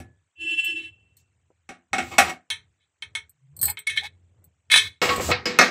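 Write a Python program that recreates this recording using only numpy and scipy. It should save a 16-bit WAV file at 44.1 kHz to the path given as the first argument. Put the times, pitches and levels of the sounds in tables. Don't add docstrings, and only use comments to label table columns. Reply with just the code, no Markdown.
import sys
import numpy as np
from scipy import signal
from scipy.fft import rfft, irfft
from scipy.io import wavfile
from scipy.ndimage import uniform_filter1d

SR = 44100
rng = np.random.default_rng(int(sys.argv[2]) if len(sys.argv) > 2 else 0)


def transcribe(signal):
    frames = np.atleast_2d(signal).T
    limited = np.clip(frames, -1, 1)
    pcm = np.round(limited * 32767).astype(np.int16)
    wavfile.write(sys.argv[1], SR, pcm)


N = 251370
T = np.arange(N) / SR
RING_T = T[:SR * 3 // 5]


def gain(db):
    return 10 ** (np.asarray(db) / 20)


def unit(x, size=None):
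    return x / np.sqrt(np.mean(x[:size] ** 2) + 1e-18)


def fade(t60):
    return np.exp(-np.log(1000) * RING_T / t60)


def onset(rise_s):
    return 1 - np.exp(-RING_T / rise_s)


def stroke(start, rise, held, t60):
    build_up = np.clip((T - start) / max(rise, 1e-3), 0, 1) ** 2
    return build_up * np.exp(-np.log(1000) * np.maximum(T - start - rise - held, 0) / t60)


def band(x, low_hz, high_hz, order=3):
    return signal.sosfilt(signal.butter(order, [low_hz, high_hz], "band", fs=SR, output="sos"), x)


def colour(x, points):
    hz, db = np.transpose(points)
    bins_hz = np.maximum(np.fft.rfftfreq(len(x), 1 / SR), 1)
    curve = gain(np.interp(np.log(bins_hz), np.log(hz), db))
    return unit(irfft(rfft(x) * curve, len(x)))


def add(out, start, x):
    i = max(int(start * SR), 0)
    out[i:i + len(x)] += x[:N - i]


def ring(tones, t60, slope=0.29):
    scatters_db = 2.5 * rng.standard_normal(len(tones))
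    phases = rng.random(len(tones))
    out = np.zeros(len(RING_T))
    for (hz, db), scatter_db, phase in zip(tones, scatters_db, phases):
        wave = np.sin(2 * np.pi * (hz * RING_T + phase))
        out += gain(db + scatter_db) * wave * fade(t60 * (2000 / hz) ** slope)
    return out


def rubbed(tones, t60):
    return unit(signal.fftconvolve(rng.standard_normal(N), ring(tones, t60))[:N])


def echo(x, t60, echo_db):
    build_up = np.clip(RING_T / 0.00097 - .5, 0, 1)
    tail = rng.standard_normal(len(RING_T)) * fade(t60) * build_up
    return x + gain(echo_db) * signal.fftconvolve(x, tail / np.linalg.norm(tail))[:N]


# (frequency [Hz], level [dB])
AIR_COLOUR = [(100, -11), (500, -4), (2300, -2), (5000, -9.5), (8000, -2.5), (11000, -26.5), (15000, -29.5)]
def air():
    return gain(-75) * colour(rng.standard_normal(N), AIR_COLOUR)


# (time [s], rise [s], held [s], t60 [s], level [dB])
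GRIP_SHIFTS = [(0, 0.00088, 0.0031, 0.41, -38.5), (.36, 0.038, 0.59, 2.8, -59),
               (1.901, 0.034, 0.23, 0.27, -44), (2.46, .06, 0.061, 0.79, -54.5),
               (2.989, 0.043, 0.163, 0.63, -56), (3.499, 0.14, 0.039, 0.31, -37),
               (3.86, 0.046, 0.024, 1.93, -49), (4.2, .25, .03, 0.11, -56), (4.64, 0.21, 0.018, 0.26, -43),
               (5.001, 0.25, 0.049, 0.57, -32.5)]
# (frequency [Hz], level [dB])
RUMBLE_COLOUR = [(25, -35), (55, -17.5), (82, 9), (140, -6), (220, -18), (450, -21), (2000, -40),
                 (6000, -57.5)]
def rumble():
    grips = sum(gain(db - 2.5) * stroke(*timing) for *timing, db in GRIP_SHIFTS)
    jolts = sum(gain(db - 29) * stroke(start, rise=0.011, held=0.042, t60=0.23)
                for start, db, *_ in STOVE_KNOCKS + SUPPORT_CLANKS)
    return colour(rng.standard_normal(N), RUMBLE_COLOUR) * np.hypot(grips, jolts)


def flutter(depth=0.5, fastest_hz=32):
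    noise = rng.standard_normal(N) + 1j * rng.standard_normal(N)
    beats = band(noise, fastest_hz / 10, fastest_hz, order=2)
    return 1 + depth * beats / np.std(beats)


# (time [s], level [dB])
HORN_LOUDNESS = [(0.346, -96), (0.362, -64.5), (0.415, -30.5), (0.47, -31), (0.512, -26), (0.548, -26),
                 (0.56, -32.5), (0.597, -20.5), (0.628, -31), (0.646, -25), (0.7, -23), (0.75, -38.5),
                 (0.772, -28), (0.806, -38), (0.844, -39.5), (0.89, -42), (0.91, -64)]
# (multiple of the pitch, level [dB])
HORN_OVERTONES = [(5, -20), (6, -25), (7, -26), (8, 5.5), (9, -3.5), (10, -15.5), (11, -34.5), (12, -30),
                  (13, -30), (16, -28), (17, -39), (19, -37.5), (21, -26), (22, -31), (23, -25.5),
                  (24, -29), (26, -32), (28, -31.5), (29, -32)]
# (frequency [Hz], level [dB])
RASP_COLOUR = [(200, -20), (1300, -14), (2000, -17), (2600, -2), (3200, 0), (4000, -18), (6000, -19),
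               (8000, -10), (11000, -15), (14000, -30)]
def horn(pitch_hz=336.2):
    waver = .003 * unit(band(rng.standard_normal(N), 8, 120))
    phase = 2 * np.pi * np.cumsum(pitch_hz * (1 + waver)) / SR

    def tone(multiple):
        return np.imag(flutter() * np.exp(1j * (multiple * phase + 2 * np.pi * rng.random())))

    buzz = unit(sum(gain(db) * tone(multiple) for multiple, db in HORN_OVERTONES))
    rasp = gain(-32) * colour(rng.standard_normal(N), RASP_COLOUR)
    times, levels_db = np.transpose(HORN_LOUDNESS)
    swell = uniform_filter1d(gain(np.interp(T, times, levels_db + 1, left=-150, right=-150)), 256)
    blare = echo((buzz + rasp) * swell, t60=0.81, echo_db=-20)
    dead_spot = np.clip((T - 0.628) / 0.065, -1, 1) ** 3
    hum = stroke(0.368, rise=0.055, held=0.41, t60=0.19) * dead_spot * tone(0.97)
    return blare + gain(-45.5) * hum


# (time [s], level [dB], pitch [Hz])
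HANDLE_BUMPS = [(1.503, -61, 430), (1.705, -42.5, 270), (3.63, -48.5, 148.6), (5.179, -28, 196),
                (5.197, -28, 141), (5.289, -20.5, 325), (5.303, -23, 153), (5.466, -28, 378)]
# (time [s], first pitch [Hz], last pitch [Hz], length [s], level [dB])
HANDLE_CREAKS = [(3.657, 755, 910, 0.077, -36.5), (4.007, 740, 920, 0.076, -39)]
def handle(hum_hz=140, wobble_hz=45):
    hum = unit(band(rng.standard_normal(N), .93 * hum_hz, 1.07 * hum_hz))
    out = gain(-56) * hum * stroke(3.3, rise=.13, held=.24, t60=.1)
    for start, db, hz in HANDLE_BUMPS:
        thud = np.sin(2 * np.pi * hz * RING_T) * fade(0.027)
        slap = band(rng.standard_normal(len(RING_T)), 300, 640, order=2) * fade(0.074)
        add(out, start, gain(db) * (unit(thud, size=512) + gain(4) * unit(slap, size=512)) / 2)
    for start, first_hz, last_hz, length, db in HANDLE_CREAKS:
        n = int(length * SR)
        wobble = unit(band(rng.standard_normal(SR), 26, 197.4))[-n:]
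        hz = np.linspace(first_hz, last_hz, n) + wobble_hz * wobble
        add(out, start, gain(db) * np.hanning(n) * np.sin(2 * np.pi * np.cumsum(hz) / SR))
    return out


# (frequency [Hz], level [dB])
DOME_TONES = [(175, -5), (425, -5)]
def dome():
    out = np.zeros(N)
    for start, db, *_ in LID_CLINKS:
        add(out, start, gain(db - 24) * ring(DOME_TONES, t60=0.27, slope=0) * onset(0.012))
    return out


# (time [s], held [s], t60 [s], grind level [dB], hiss level [dB])
STOVE_SLIDES = [(1.165, .04, 0.13, -80, -63), (2.02, .09, 0.054, -43, -49), (2.113, .03, .2, -30.5, -47.5),
                (2.215, .08, 0.15, -24, -42.5)]
SUPPORT_SCRAPES = [(5.018, 0.013, 0.49, -15.5, -26), (5.1, 0.21, .04, -35.5, -40.5),
                   (5.205, .108, 0.018, -46, -30.5), (5.3, 0.014, 0.18, -20.5, -65)]
# (frequency [Hz], level [dB])
GRIND_COLOUR = [(59, -22), (100, -9.5), (383, -7.5), (761, -4.5), (897, -5), (1130, -3), (1750, -14),
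                (2210, -10.5), (2350, -8), (5000, -22.5), (6500, -54.5), (11000, -120)]
HISS_COLOUR = [(1470, -34), (2500, -9), (5450, -3.5), (6200, -2.5), (7680, 4), (9440, -16), (10200, -11),
               (15500, -10.5)]
def sliding(pushes, tones, grind_db, hiss_db, ring_db):
    noise = rng.standard_normal(N)
    grit_db = np.repeat(rng.standard_normal(N // 32 + 1), 32)[:N]
    grains = noise * gain(grit_db)
    grind = colour(grains, GRIND_COLOUR) + gain(ring_db) * rubbed(tones, t60=.15)
    hiss = colour(grains, HISS_COLOUR)
    out = np.zeros(N)
    for start, held, t60, low_db, high_db in pushes:
        friction = grind * gain(low_db + grind_db) + hiss * gain(high_db + hiss_db)
        out += friction * stroke(start, 0.004, held, t60)
    return out


# (time [s], rise [s], held [s], t60 [s], level [dB])
HANDLE_RUBS = [(.75, 0.015, 0.094, .12, -52), (2.779, 0.033, .03, .15, -69.5),
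               (3.866, 0.0042, 0.0055, 0.23, -30), (3.955, 0.011, .003, 0.23, -32),
               (4.028, 0.0084, 0.033, 0.035, -36), (4.697, 0.022, 0.043, 0.24, -15),
               (4.8, 0.016, 0.062, 0.035, -37)]
def rubbing():
    clear = rubbed(LID_TONES, t60=0.044)
    wash = gain(-13.5) * colour(rng.standard_normal(N), LID_WASH)
    return (clear + wash) * sum(gain(db - 1) * stroke(*timing) for *timing, db in HANDLE_RUBS)


# (time [s], pitch [Hz], level [dB], rise [s], t60 [s])
STEEL_NOTES = [(0.0, 1716, -52.5, 0.0014, 0.4), (3.022, 3168, -29, .001, .06),
               (3.151, 2202, -29, .002, .15), (3.870, 2200, -17.5, 0.0011, 0.24),
               (5.1, 1110, -12, 0.0081, .24), (5.455, 3000, -25, 0.00076, 0.09),
               (5.456, 4984, -21, 0.00033, 0.12)]
def singing():
    out = np.zeros(N)
    for start, hz, db, rise, t60 in STEEL_NOTES:
        add(out, start, gain(db) * np.sin(2 * np.pi * hz * RING_T) * fade(t60) * onset(rise))
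    return out


# (time [s], level [dB], boost of its lowest tones [dB])
FITTING_TICKS = [(0.645, -26, -28), (1.168, -46, 4), (3.294, -41, -33), (3.5655, -32, -25),
                 (3.5905, -28, 3.5), (3.6136, -12.5, -3), (3.6218, -18.5, -4), (3.6291, -6, -15.5),
                 (3.654, -7, -6), (3.6995, -14, -3.5), (3.7897, -28.5, -15), (4.4416, -43.5, -6),
                 (5.161, -24.5, 7)]
# (frequency [Hz], level [dB])
FITTING_TONES = [(4230, -0.5), (4330, 1), (4840, -9), (7850, 0), (8262, 2), (8400, -1.5), (8850, -2.5),
                 (12600, 1.5), (13300, -6), (14300, 0), (14800, -2)]
def fitting(detune=0.0082):
    tipping = stroke(3.612, rise=0.02, held=0.081, t60=0.016)
    out = gain(-31.5) * rubbed(FITTING_TONES, t60=0.027) * tipping
    for start, db, low_db in FITTING_TICKS:
        shifted = [(hz * (1 + detune * rng.standard_normal()), level) for hz, level in FITTING_TONES]
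        ringing = ring(shifted, t60=0.098)
        click = band(rng.standard_normal(len(RING_T)), 4000, 16000, order=2) * fade(0.025)
        high = unit(band(ringing, 6500, 16000), size=512)
        low = unit(band(ringing, 3500, 5500), size=512)
        tick = high + gain(low_db - 12) * low + gain(-17) * unit(click, size=512)
        add(out, start, gain(db - 11) * tick * onset(0.00053))
    return out


HEAVY_EDGES_HZ = [150, 600, 1600, 4500, 9000, 15500]
def strike(blows, tones, wash_colour, climb_db, wash_db, level_db, tone_t60, low_t60, high_t60,
           edges_hz=HEAVY_EDGES_HZ, contact_s=0.00015):
    out = np.zeros(N)
    wash_t60s = np.geomspace(low_t60, high_t60, len(edges_hz) - 1)
    centres_hz = np.sqrt(np.multiply(edges_hz[:-1], edges_hz[1:]))
    for start, strength_db, bass_db, corner_hz, slope_db, ring_factor in blows:
        octaves = np.log2(centres_hz / corner_hz)
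        bands_db = strength_db + np.where(octaves < 0, climb_db, slope_db) * octaves
        bands_db[0] += bass_db
        stretch = np.clip(ring_factor, .3, 1.4)
        clear = ring(tones, tone_t60 * stretch)
        noise = colour(rng.standard_normal(len(RING_T)), wash_colour)
        for low_hz, high_hz, db, t60 in zip(edges_hz, edges_hz[1:], bands_db, wash_t60s):
            wash = noise * (fade(t60 * stretch) + 0.35 * fade(0.18))
            clear_part = unit(band(clear, low_hz, high_hz), size=900)
            wash_part = unit(band(wash, low_hz, high_hz), size=900)
            hit = (clear_part + gain(wash_db) * wash_part) * onset(contact_s)
            add(out, start, gain(db + level_db) * unit(hit, size=900))
    return out


# (time [s], level [dB], bass boost [dB], corner [Hz], treble slope [dB/octave], ring time factor)
LID_CLINKS = [(2.502, -25, -1.5, 3537, -8.5, 1.27), (3.022, -32.5, -2, 2900, -12, 0.86),
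              (3.151, -26.5, -1, 2813, -9, 1.06), (3.629, -43, 7.5, 1503, -9, 0.7),
              (3.681, -27, -9, 1760, -32, 0.92), (3.771, -34, -3, 2760, -16.5, 0.87),
              (3.871, -34, -10, 7000, -5.5, 0.41), (3.897, -28, -35, 2400, -7.5, 1.6),
              (3.973, -19, -36, 3100, -17.5, 0.66), (4.054, -40.5, -25, 2800, -17, .36),
              (4.7, -30, -7.5, 2380, -12.5, 1.36), (4.717, -17.5, -13.5, 2900, -6, 2.1),
              (4.739, -16, -1, 2100, -6, 0.43), (4.76, -15, 5, 2940, -6, 0.87),
              (4.774, -14, -16, 4100, -11.5, 1.2)]
# (frequency [Hz], level [dB])
LID_TONES = [(916, -12.5), (1020, -18), (1272, -20), (1490, -14.5), (1757, -2), (1800, -2.5), (2145, 1),
             (2205, 8.5), (2564, 2), (2692, -14), (2965, -9), (3140, 1.5), (3168, 2), (3304, 0), (3471, 7),
             (3870, 2.5), (4140, -1.5), (4218, -11.5), (4347, -11.5), (5050, -16.5), (5660, -21),
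             (6510, -16), (7819, -12.5), (7956, -16), (9127, -6.5), (9670, -19)]
LID_WASH = [(600, -34), (900, -20.5), (1100, -17.5), (1500, -5.5), (1780, -6), (2300, 2.5), (2850, -18.5),
            (3300, 0), (4200, -5), (4700, -43.5), (5700, -4), (7000, -17), (7900, -15.5), (9100, -11),
            (11500, -19), (14700, -47.5)]
LIGHT_EDGES_HZ = [540, 1600, 2800, 4500, 9000, 15500]
def clinks():
    return strike(LID_CLINKS, LID_TONES, LID_WASH, climb_db=7.5, wash_db=-6, level_db=0.5,
                  tone_t60=0.13, low_t60=0.2, high_t60=0.1, edges_hz=LIGHT_EDGES_HZ)


# (time [s], level [dB], bass boost [dB], corner [Hz], treble slope [dB/octave], ring time factor)
STOVE_KNOCKS = [(0.001, -47, 5, 1500, -3.5, 0.72), (1.69, -40.5, -5.5, 4500, -12.5, 0.96),
                (1.931, -22, -12.5, 4260, -16, 0.9), (1.982, -23, -8.5, 4200, -16, 0.96),
                (2.182, -10, -16, 3100, -6, 0.89), (2.294, -33.5, -5, 3690, -7, 0.75)]
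# (frequency [Hz], level [dB])
STOVE_TONES = [(178, -6.5), (255, 1), (345, -6.5), (694, -9), (750, -3.5), (793, 2), (1145, -6), (1356, -8),
               (1414, -2), (1891, -10.5), (1967, -6), (2199, 7.5), (2437, -3.5), (2571, 5), (2691, -3.5),
               (3137, -6), (3516, -4.5), (5665, -9), (5873, -12), (7730, -10), (7905, -14.5)]
STOVE_WASH = [(150, -17), (240, 7), (330, 0.5), (540, -10.5), (740, 2), (990, -20), (1400, -7),
              (2400, -1.5), (3000, -10.5), (4000, -14), (4700, -23.5), (5600, -18.5), (6800, -22),
              (8000, -21), (15000, -37.5)]
def knocks():
    return strike(STOVE_KNOCKS, STOVE_TONES, STOVE_WASH, climb_db=0, wash_db=-2, level_db=-1.5,
                  tone_t60=0.18, low_t60=0.35, high_t60=0.17)


# (time [s], level [dB], bass boost [dB], corner [Hz], treble slope [dB/octave], ring time factor)
SUPPORT_CLANKS = [(5.016, -20, 1, 4630, -19.5, 1.34), (5.091, -20.5, -12, 4530, -26, 0.5),
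                  (5.197, -31.5, 1.5, 1100, -26, 0.23), (5.315, -17.5, -11.5, 4360, -29, 0.56),
                  (5.456, -24, 0, 5320, -16, 1.6)]
# (frequency [Hz], level [dB])
SUPPORT_TONES = [(492, 8.5), (661, -6.5), (1111, -7.5), (1345, -1.5), (1612, -8), (1920, -3), (2203, 9.5),
                 (2573, 7.5), (2812, 2.5), (3293, -8), (3748, -5), (3875, -8), (4924, -7), (5232, -0.5),
                 (5640, -5)]
SUPPORT_WASH = [(150, -6), (470, -0.5), (580, -22), (750, -6.5), (980, -13), (1350, -12.5), (2400, 8),
                (3300, 0.5), (5200, 2.5), (7600, 0.5), (9300, -27), (12800, -19), (15500, -44)]
def clanks():
    return strike(SUPPORT_CLANKS, SUPPORT_TONES, SUPPORT_WASH, climb_db=1.5, wash_db=-1.5,
                  level_db=-0.5, tone_t60=0.22, low_t60=0.9, high_t60=0.17)


# (time [s], level [dB], bass boost [dB], corner [Hz], treble slope [dB/octave], ring time factor)
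BURNER_DROPS = [(5.588, -10.5, -6, 3800, -9.5, 0.64), (5.611, -16.5, -7.5, 4650, -11, 1)]
# (frequency [Hz], level [dB])
BURNER_TONES = [(178, -5), (256, 1), (498, 0), (654, 1), (732, -5), (926, -7), (1170, -3), (1236, -3),
                (1349, -1), (1424, 0), (1657, -2), (1769, -1), (1909, 2), (2133, 3), (2255, 0), (2448, -2),
                (2560, 1), (4347, -3), (5356, -7), (5920, -8), (6490, -8)]
BURNER_WASH = [(150, -10), (750, -5.5), (1000, -10.5), (1400, -4), (2300, 2), (3100, -10), (4500, -7.5),
               (6600, -2), (9500, -32.5), (15000, -40)]
def drop():
    return strike(BURNER_DROPS, BURNER_TONES, BURNER_WASH, climb_db=1, wash_db=-1.5, level_db=-0.5,
                  tone_t60=0.18, low_t60=0.63, high_t60=0.28)


def scene():
    slides = sliding(STOVE_SLIDES, STOVE_TONES, grind_db=-10, hiss_db=-3.5, ring_db=1.5)
    scrapes = sliding(SUPPORT_SCRAPES, SUPPORT_TONES, grind_db=-8, hiss_db=-6, ring_db=-13)
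    hits = clinks() + knocks() + clanks() + drop()
    small_sounds = dome() + fitting() + rubbing() + singing() + handle()
    kitchen = echo(hits + small_sounds + slides + scrapes, t60=0.067, echo_db=-9)
    return (kitchen + horn() + rumble() + air())[None]


def record(dry, threshold_db=-96, top_hz=15600):
    spectrum = signal.stft(dry, nperseg=512)[2]
    power = uniform_filter1d(np.abs(spectrum) ** 2, size=5, axis=-2)
    openness = power / (power + gain(threshold_db) ** 2)
    gated = signal.istft(spectrum * openness)[1][:, :N]
    clipped = np.clip(gated, -1, 1)
    return signal.sosfilt(signal.ellip(10, .2, 70, top_hz, fs=SR, output="sos"), clipped)


dry = scene()
out = record(dry)
transcribe(out)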